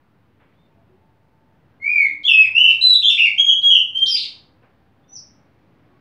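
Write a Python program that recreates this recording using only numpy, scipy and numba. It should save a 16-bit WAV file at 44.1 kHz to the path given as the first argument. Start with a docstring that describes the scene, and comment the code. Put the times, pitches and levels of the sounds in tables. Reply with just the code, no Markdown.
"""Caged songbird in a bare porch

A caged bird whistles a phrase of gliding, warbled notes, then one short high note; each is a near sine with weak
overtones. Hard walls close around it, a web of delay lines, ring each note on for about a third of a second.
Beneath lie a far bird and faint low tones (soft-edged sines), rustles close by (filtered noise puffs), town rumble
(bands of noise) and the microphone's own hiss with a thin steady whine."""
import sys
import numpy as np
from scipy import signal
from scipy.fft import rfft, irfft, next_fast_len
from scipy.io import wavfile
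from scipy.ndimage import uniform_filter1d, minimum_filter1d
from numba import njit

SR = 44100
rng = np.random.default_rng(int(sys.argv[2]) if len(sys.argv) > 2 else 0)


def int16_out(signal):
    """Quantize to a 16-bit WAV file."""
    q = np.round(np.clip(np.atleast_2d(signal).T, -1, 1) * 32767)
    wavfile.write(sys.argv[1], SR, q.astype(np.int16))


N = 264688  # samples, about 6 s

# Town rumble, spectrum of the noise: pitch_hz, relative level_db per Hz
TOWN_SPECTRUM = [(15, -57), (25, -26.5), (32, -22.5), (50, -10), (96, -0.5), (218, -5.5), (323, -8),
                 (363, -11), (635, -15), (900, -16), (1010, -18), (1140, -19.5), (1430, -21.5),
                 (2280, -25.5), (4600, -37.5), (6500, -49), (8450, -79), (14300, -120)]
# Slow change of the rumble: time_s, change_db
TOWN_SWELL = [(0, -0.5), (1.002, -1.5), (2.301, 2), (4.2, 2), (5.3, 0.5), (6, 0.5)]
# Microphone hiss, spectrum of the noise: pitch_hz, relative level_db per Hz
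HISS_SPECTRUM = [(2500, -30), (5000, -3), (7000, 0), (15600, 1)]
# Thin steady whine: pitch_hz, level_db
WHINES = [(14998, -95)]
# Soft rustles close by: start_s, length_s (scale of the fade), centre_hz, width_hz, level_db (before fade and dulling)
RUSTLES = [(.397, .11, 900, 2280, -54), (.52, 0.027, 2200, 1400, -60), (2.48, 0.11, 900, 1390, -54),
           (2.70, .13, 1100, 1400, -51), (4.622, 0.095, 701, 1186, -52.5)]
# Faint low tones, before they waver in level: start_s, end_s, pitch_hz, level_db
FAINT_TONES = [(0.676, .825, 910, -70), (0.735, 0.86, 674, -66), (0.867, .98, 372, -60),
               (1.0, 1.6, 888, -70.5), (1.842, 2.25, 300, -59.5), (2.459, 2.6, 950, -62.5),
               (2.424, 2.562, 100.4, -54.5), (3.288, 3.564, 733, -68), (3.922, 4.097, 99, -57.5),
               (4.106, 4.286, 309, -62.5), (4.4, 4.6, 509, -72.5), (4.782, 5.196, 786.4, -72.5),
               (5.867, 5.993, 365.7, -63), (5.884, 6.0, 1115, -69.5)]
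# A far bird's whistles, before they flutter: level_db, then a glide of (time_s, pitch_hz)
FAR_BIRD = [(-76, [(.535, 3200), (.585, 3580), (.70, 3620)]), (-78, [(5.02, 3400), (5.07, 3560),
            (5.17, 3620)])]
# Near bird's notes, before the porch: level_db, swell_db over the note, attack_s, release_s, second_db and third_db
# (2nd and 3rd partials against the 1st), leak_db_per_octave (overtone gain under the throat's tuning), flutter_percent
NOTES = [(-23.5, 10, 0.06, 0.047, -38.5, -51.5, 42, 0.2), (-11.5, -1, 0.021, 0.035, -38.5, -52, 40.5, 0.16),
         (-12, 0, .008, 0.035, -38.5, -54, 28, 0.39), (-14.5, 6.5, 0.005, .035, -35.5, -45.5, 12, 0.09),
         (-13.5, 3.5, 0.023, 0.045, -35, -46.5, 61.5, 1.2), (-12, -4, .012, 0.0088, -34.5, -48, 31, 1.1),
         (-7, -0.5, 0.022, .03, -32, -59.5, 13, 0.12), (-13.5, 3.5, .025, 0.052, -38, -52, 31, 0.065),
         (-20, 2, 0.042, 0.013, -37.5, -46.5, 36.5, 0.13),
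         (-20.5, 6, 0.019, 0.0085, -32.5, -44, 29.5, 0.14),
         (-46, -3.5, 0.0029, 0.0016, -36, -30, 25, 0.053), (-20, -10.5, 0.0058, 0.0037, -33, -48, 43, 2.4),
         (-61.5, 32, 0.025, .015, -68.5, -78, 30, 0.12)]
# Glide of each note, before warble and flutter: time_s, pitch_hz
GLIDES = [
    [(1.80, 2102), (1.83, 2168), (1.895, 2447), (1.93, 2462), (1.97, 2295), (2.04, 2169), (2.072, 1889)],
    [(2.236, 3120), (2.272, 3525), (2.285, 2820), (2.30, 2681), (2.33, 2585), (2.40, 2579), (2.435, 2540),
     (2.458, 1814)],
    [(2.545, 2590), (2.60, 3000), (2.69, 3060), (2.716, 2200)],
    [(2.81, 3895), (2.83, 4075), (2.87, 3967), (2.936, 3920), (2.95, 3370), (2.962, 3440)],
    [(3.016, 2500), (3.024, 2650), (3.029, 3713), (3.044, 3050), (3.06, 3417), (3.09, 3620), (3.102, 2700),
     (3.118, 2648), (3.13, 2200)],
    [(3.173, 2000), (3.19, 2886), (3.245, 2820), (3.26, 2450), (3.277, 2040)],
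    [(3.373, 2610), (3.385, 3234), (3.40, 3279), (3.49, 3276), (3.50, 2990), (3.516, 2953)],
    [(3.62, 3317), (3.65, 3285), (3.695, 3290), (3.733, 3150), (3.806, 2930)],
    [(3.93, 2970), (3.96, 3133), (3.992, 3180)],
    [(3.995, 3180), (4.02, 3182), (4.058, 3130), (4.072, 5740), (4.09, 5455), (4.12, 4876), (4.15, 4740)],
    [(4.10, 2645), (4.115, 2550), (4.14, 2480)],
    [(4.15, 1815), (4.172, 3800), (4.19, 4620), (4.21, 4400), (4.25, 1900)],
    [(5.075, 5750), (5.10, 5920), (5.15, 6045), (5.168, 5260), (5.178, 4080)],
]
# Warbles that last to the end of their note: start_s, depth_hz
WARBLES = [(2.625, 330), (3.19, 260), (3.695, 290)]
# 4th to 6th partials of the voice: level_db against the 3rd
UPPER_DB = [-12, -6.5, -7.5]
# The voice catches as some notes start or stop: time_s, centre_hz, width_hz (of each of two passes), level_db
CATCHES = [(2.065, 3480, 1245, -53.5), (2.234, 3830, 493, -47.5), (2.705, 3620, 1200, -42),
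           (2.812, 4200, 1200, -54), (3.378, 4690, 2000, -61), (3.618, 3790, 1400, -49),
           (3.628, 2310, 399.4, -58.5), (3.98, 4750, 1500, -56)]
# Travel between the porch walls: lag in samples
WALL_LAGS = np.array([331, 419, 523, 647, 787, 941, 1093, 1259])
# Scatter off cage bars and corners: lag in samples
SCATTER_LAGS = [113, 199, 307]

TOWN_DB, HISS_DB = -57.5, -85.5  # rumble before its slow change; hiss
FADE_DB = 26  # how far under its level a note starts and ends
WARBLE_HZ = 24  # dips in pitch per second
THROAT_LAG_S = 0.085  # the throat's tuning trails the pitch
MISTUNE_DB = 19  # the whistle's loss per octave off the throat's tuning
PORCH_T60_S, PORCH_DAMP = 0.38, 0.041  # ring time before damping; treble damping per round, 0 to 1
DIRECT_DB, EARLY_DB = -0.5, 0  # straight path and first scatter, against the walls' ring
BEND = 0.0023  # square-law bend of the microphone
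LIMIT = .9  # the recorder's ceiling, full scale 1
OFFSET = -.0006  # the converter rests a little under zero, full scale 1
TOP_HZ = 15680  # upper edge of the recorder


def undb(db):
    """Decibels to gain."""
    return 10 ** (np.asarray(db) / 20)


def walk(rate_hz, count=N):
    """Smooth random drift of spread near 1: levels held for 1 / rate_hz, then slewed twice."""
    hold = int(SR / rate_hz)
    steps = np.repeat(rng.standard_normal(count // hold + 1), hold)
    slewed = uniform_filter1d(uniform_filter1d(steps, hold), hold)
    return 1.3 * slewed[:count]


def add(out, start_s, sound):
    """Mix a short sound in at its start time."""
    i = int(start_s * SR)
    out[i:i + len(sound)] += sound[:N - i]


def coloured(spectrum):
    """Frequencies and transform of noise shaped by level points, joined along log frequency."""
    size = next_fast_len(N)
    f = np.maximum(np.arange(size // 2 + 1) * SR / size, 1)
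    hz, db = np.transpose(spectrum)
    shape_db = np.interp(np.log(f), np.log(hz), db)
    return f, rfft(rng.standard_normal(size)) * undb(shape_db)


def town():
    """Town rumble: half-octave bands of noise that swell together and flicker alone."""
    f, shaped = coloured(TOWN_SPECTRUM)
    out, swell = 0, walk(3)
    for k in range(18):
        # overlapping triangles, the lowest centred on 25 Hz
        share = np.clip(1 - abs(2 * np.log2(f / 25) - k), 0, 1)
        noise = irfft(shaped * share, next_fast_len(N))[:N]
        out = out + noise * undb(.9 * swell + walk(6))
    level_db = TOWN_DB + np.interp(np.arange(N) / SR, *np.transpose(TOWN_SWELL))
    return undb(level_db) * out / np.std(out)


def hiss():
    """Microphone hiss: steady noise weighted to the treble, with a thin sine whine near the top."""
    noise = irfft(coloured(HISS_SPECTRUM)[1], next_fast_len(N))[:N]
    out = undb(HISS_DB) * noise / np.std(noise)
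    t = np.arange(N) / SR
    for hz, db in WHINES:
        out = out + np.sqrt(2) * undb(db) * np.sin(2 * np.pi * hz * t)
    return out


def band(x, hz, width_hz):
    """Resonance of gain 1 at its centre."""
    return signal.lfilter(*signal.iirpeak(hz, hz / width_hz, fs=SR), x)


def rustles():
    """Rustles close by: short dull puffs of noise with a quick rise and a fading tail."""
    out = np.zeros(N)
    for start_s, length_s, hz, width_hz, db in RUSTLES:
        t = np.arange(int(3 * length_s * SR)) / SR / length_s  # in lengths
        puff = band(rng.standard_normal(len(t)), hz, width_hz)
        swell = (1 - np.exp(-16 * t)) * np.exp(-1.6 * t)
        add(out, start_s, undb(db) * puff / np.std(puff) * swell)
    return signal.sosfilt(signal.butter(4, 2600, fs=SR, output="sos"), out)


def glide(rows):
    """Times and pitch along a glide; muscles round the corners."""
    s, hz = np.transpose(sorted(rows))
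    t = np.arange(s[0], s[-1], 1 / SR)
    return t, uniform_filter1d(np.interp(t, s, hz), int(0.0057 * SR), mode="nearest")


def whistle(pitch, overtones_db, fade_s=0.0018):
    """A near sine on the given pitch with weak overtones, steady or changing, and soft edges."""
    phase = 2 * np.pi * np.cumsum(pitch) / SR
    tone = np.sin(phase)
    for k, below_db in enumerate(overtones_db, 2):
        representable = k * pitch < .45 * SR
        tone += undb(below_db) * np.sin(k * phase) * representable
    i = np.arange(len(pitch))
    from_edge_s = np.minimum(i, i[::-1]) / SR
    edges = np.sin(np.pi / 2 * np.clip(from_edge_s / fade_s, 0, 1)) ** 2
    return np.sqrt(2) * tone * edges


def far_bird():
    """A far bird: soft-edged gliding sines that flutter in pitch and level."""
    out = np.zeros(N)
    for db, rows in FAR_BIRD:
        pitch = glide(rows)[1]
        flutter = 1 + .01 * walk(250, count=len(pitch))
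        add(out, rows[0][0], undb(db) * whistle(pitch * flutter, [], fade_s=.03))
    return out * undb(3.5 * walk(120))


def faint_tones():
    """Faint low tones in the distance: soft-edged sines that waver in pitch and level."""
    out = np.zeros(N)
    for start_s, end_s, hz, db in FAINT_TONES:
        waver = 1 + .005 * walk(60, count=SR)[:int((end_s - start_s) * SR)]
        add(out, start_s, undb(db) * whistle(hz * waver, [], fade_s=0.033))
    return out * undb(2.5 * walk(45))


def note(shape, rows):
    """One note; where the pitch leaves the slower throat behind it thins, and brightens when below its tuning."""
    db, swell_db, attack_s, release_s, second_db, third_db, leak_db_per_octave, flutter_percent = shape
    t, pitch = glide(rows)
    for start_s, depth_hz in WARBLES:
        dips = np.sin(np.pi * WARBLE_HZ * np.maximum(t - start_s, 0)) ** 2
        pitch = pitch - (start_s > t[0]) * depth_hz * dips
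    # the throat starts tuned to the note's first half and follows with a lag
    keep, octaves = np.exp(-1 / (THROAT_LAG_S * SR)), np.log2(pitch)
    rest = np.median(octaves[:len(t) // 2])
    throat = signal.lfilter([1 - keep], [1, -keep], octaves - rest) + rest
    off_octaves = throat - octaves
    attack = np.clip(1 - (t - t[0]) / attack_s, 0, 1) ** 2
    release = np.clip(1 - (t[-1] - t) / release_s, 0, 1) ** 2
    level_db = db + swell_db * (t - t[0]) / (t[-1] - t[0])
    level_db = level_db - FADE_DB * (attack + release) - MISTUNE_DB * abs(off_octaves)
    leak_db = leak_db_per_octave * np.maximum(off_octaves, 0)
    overtones_db = [second_db + leak_db, third_db + leak_db, *(third_db + np.array(UPPER_DB))]
    flutter = 1 + flutter_percent / 100 * walk(250, count=SR)[:len(t)]
    return undb(level_db) * whistle(pitch * flutter, overtones_db)


def catches():
    """Where the voice catches: brief puffs of noise through a broad resonance, twice."""
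    out = np.zeros(N)
    for time_s, hz, width_hz, db in CATCHES:
        puff = np.r_[rng.standard_normal(400) * np.hanning(400), np.zeros(400)]
        catch = band(band(puff, hz, width_hz), hz, width_hz)
        add(out, time_s - .004, undb(db) * catch / np.std(catch))
    return out


def bird():
    """The caged bird before the porch: its whistled notes and the catches in its voice."""
    out = catches()
    for shape, rows in zip(NOTES, GLIDES):
        add(out, min(rows)[0], note(shape, rows))
    return out


@njit
def walls(x, lags, gain, damp):
    """Ring between walls: eight delay lines that feed each other, duller on every round."""
    line, soft, out = np.zeros((8, 2048)), np.zeros(8), np.zeros(len(x))
    for i in range(len(x)):
        total = 0.
        for k in range(8):
            soft[k] += (1 - damp) * (gain[k] * line[k, (i - lags[k]) & 2047] - soft[k])
            total += soft[k]
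            out[i] += soft[k] * (1 - 2 * (k % 2))  # alternate signs
        for k in range(8):
            line[k, i & 2047] = x[i] + soft[k] - total / 4
    return out


def porch(x):
    """The straight path, the scatter off bars and corners (all-pass echoes), and the ring between the walls."""
    early = x + 1e-18  # keeps the filters off vanishingly small numbers
    for lag in SCATTER_LAGS:
        taps = np.zeros(lag + 1)
        taps[0], taps[-1] = -.6, 1
        early = signal.lfilter(taps, taps[::-1], early)
    gain = undb(-60 * WALL_LAGS / SR / PORCH_T60_S)
    ring = walls(early, WALL_LAGS, gain, float(np.clip(PORCH_DAMP, 0, .9)))
    return undb(DIRECT_DB) * x + undb(EARLY_DB) * early + ring / np.sqrt(8)


def scene():
    """The bird in its porch over the surroundings, as one channel."""
    surroundings = town() + hiss() + rustles() + far_bird() + faint_tones()
    return (surroundings + porch(bird()))[None]


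def record(dry):
    """The microphone's square-law bend adds low beat tones; a quick limiter holds peaks; the top is cut."""
    low_cut = signal.butter(2, 40, "high", fs=SR, output="sos")
    bent = signal.sosfilt(low_cut, dry + BEND * dry ** 2)
    headroom = minimum_filter1d(LIMIT / np.maximum(abs(bent), LIMIT), size=257, axis=1)
    held = bent * uniform_filter1d(headroom, size=129, axis=1)
    top_cut = signal.ellip(12, .2, 90, TOP_HZ, fs=SR, output="sos")
    return signal.sosfilt(top_cut, held + OFFSET)


dry = scene()
out = record(dry)
int16_out(out)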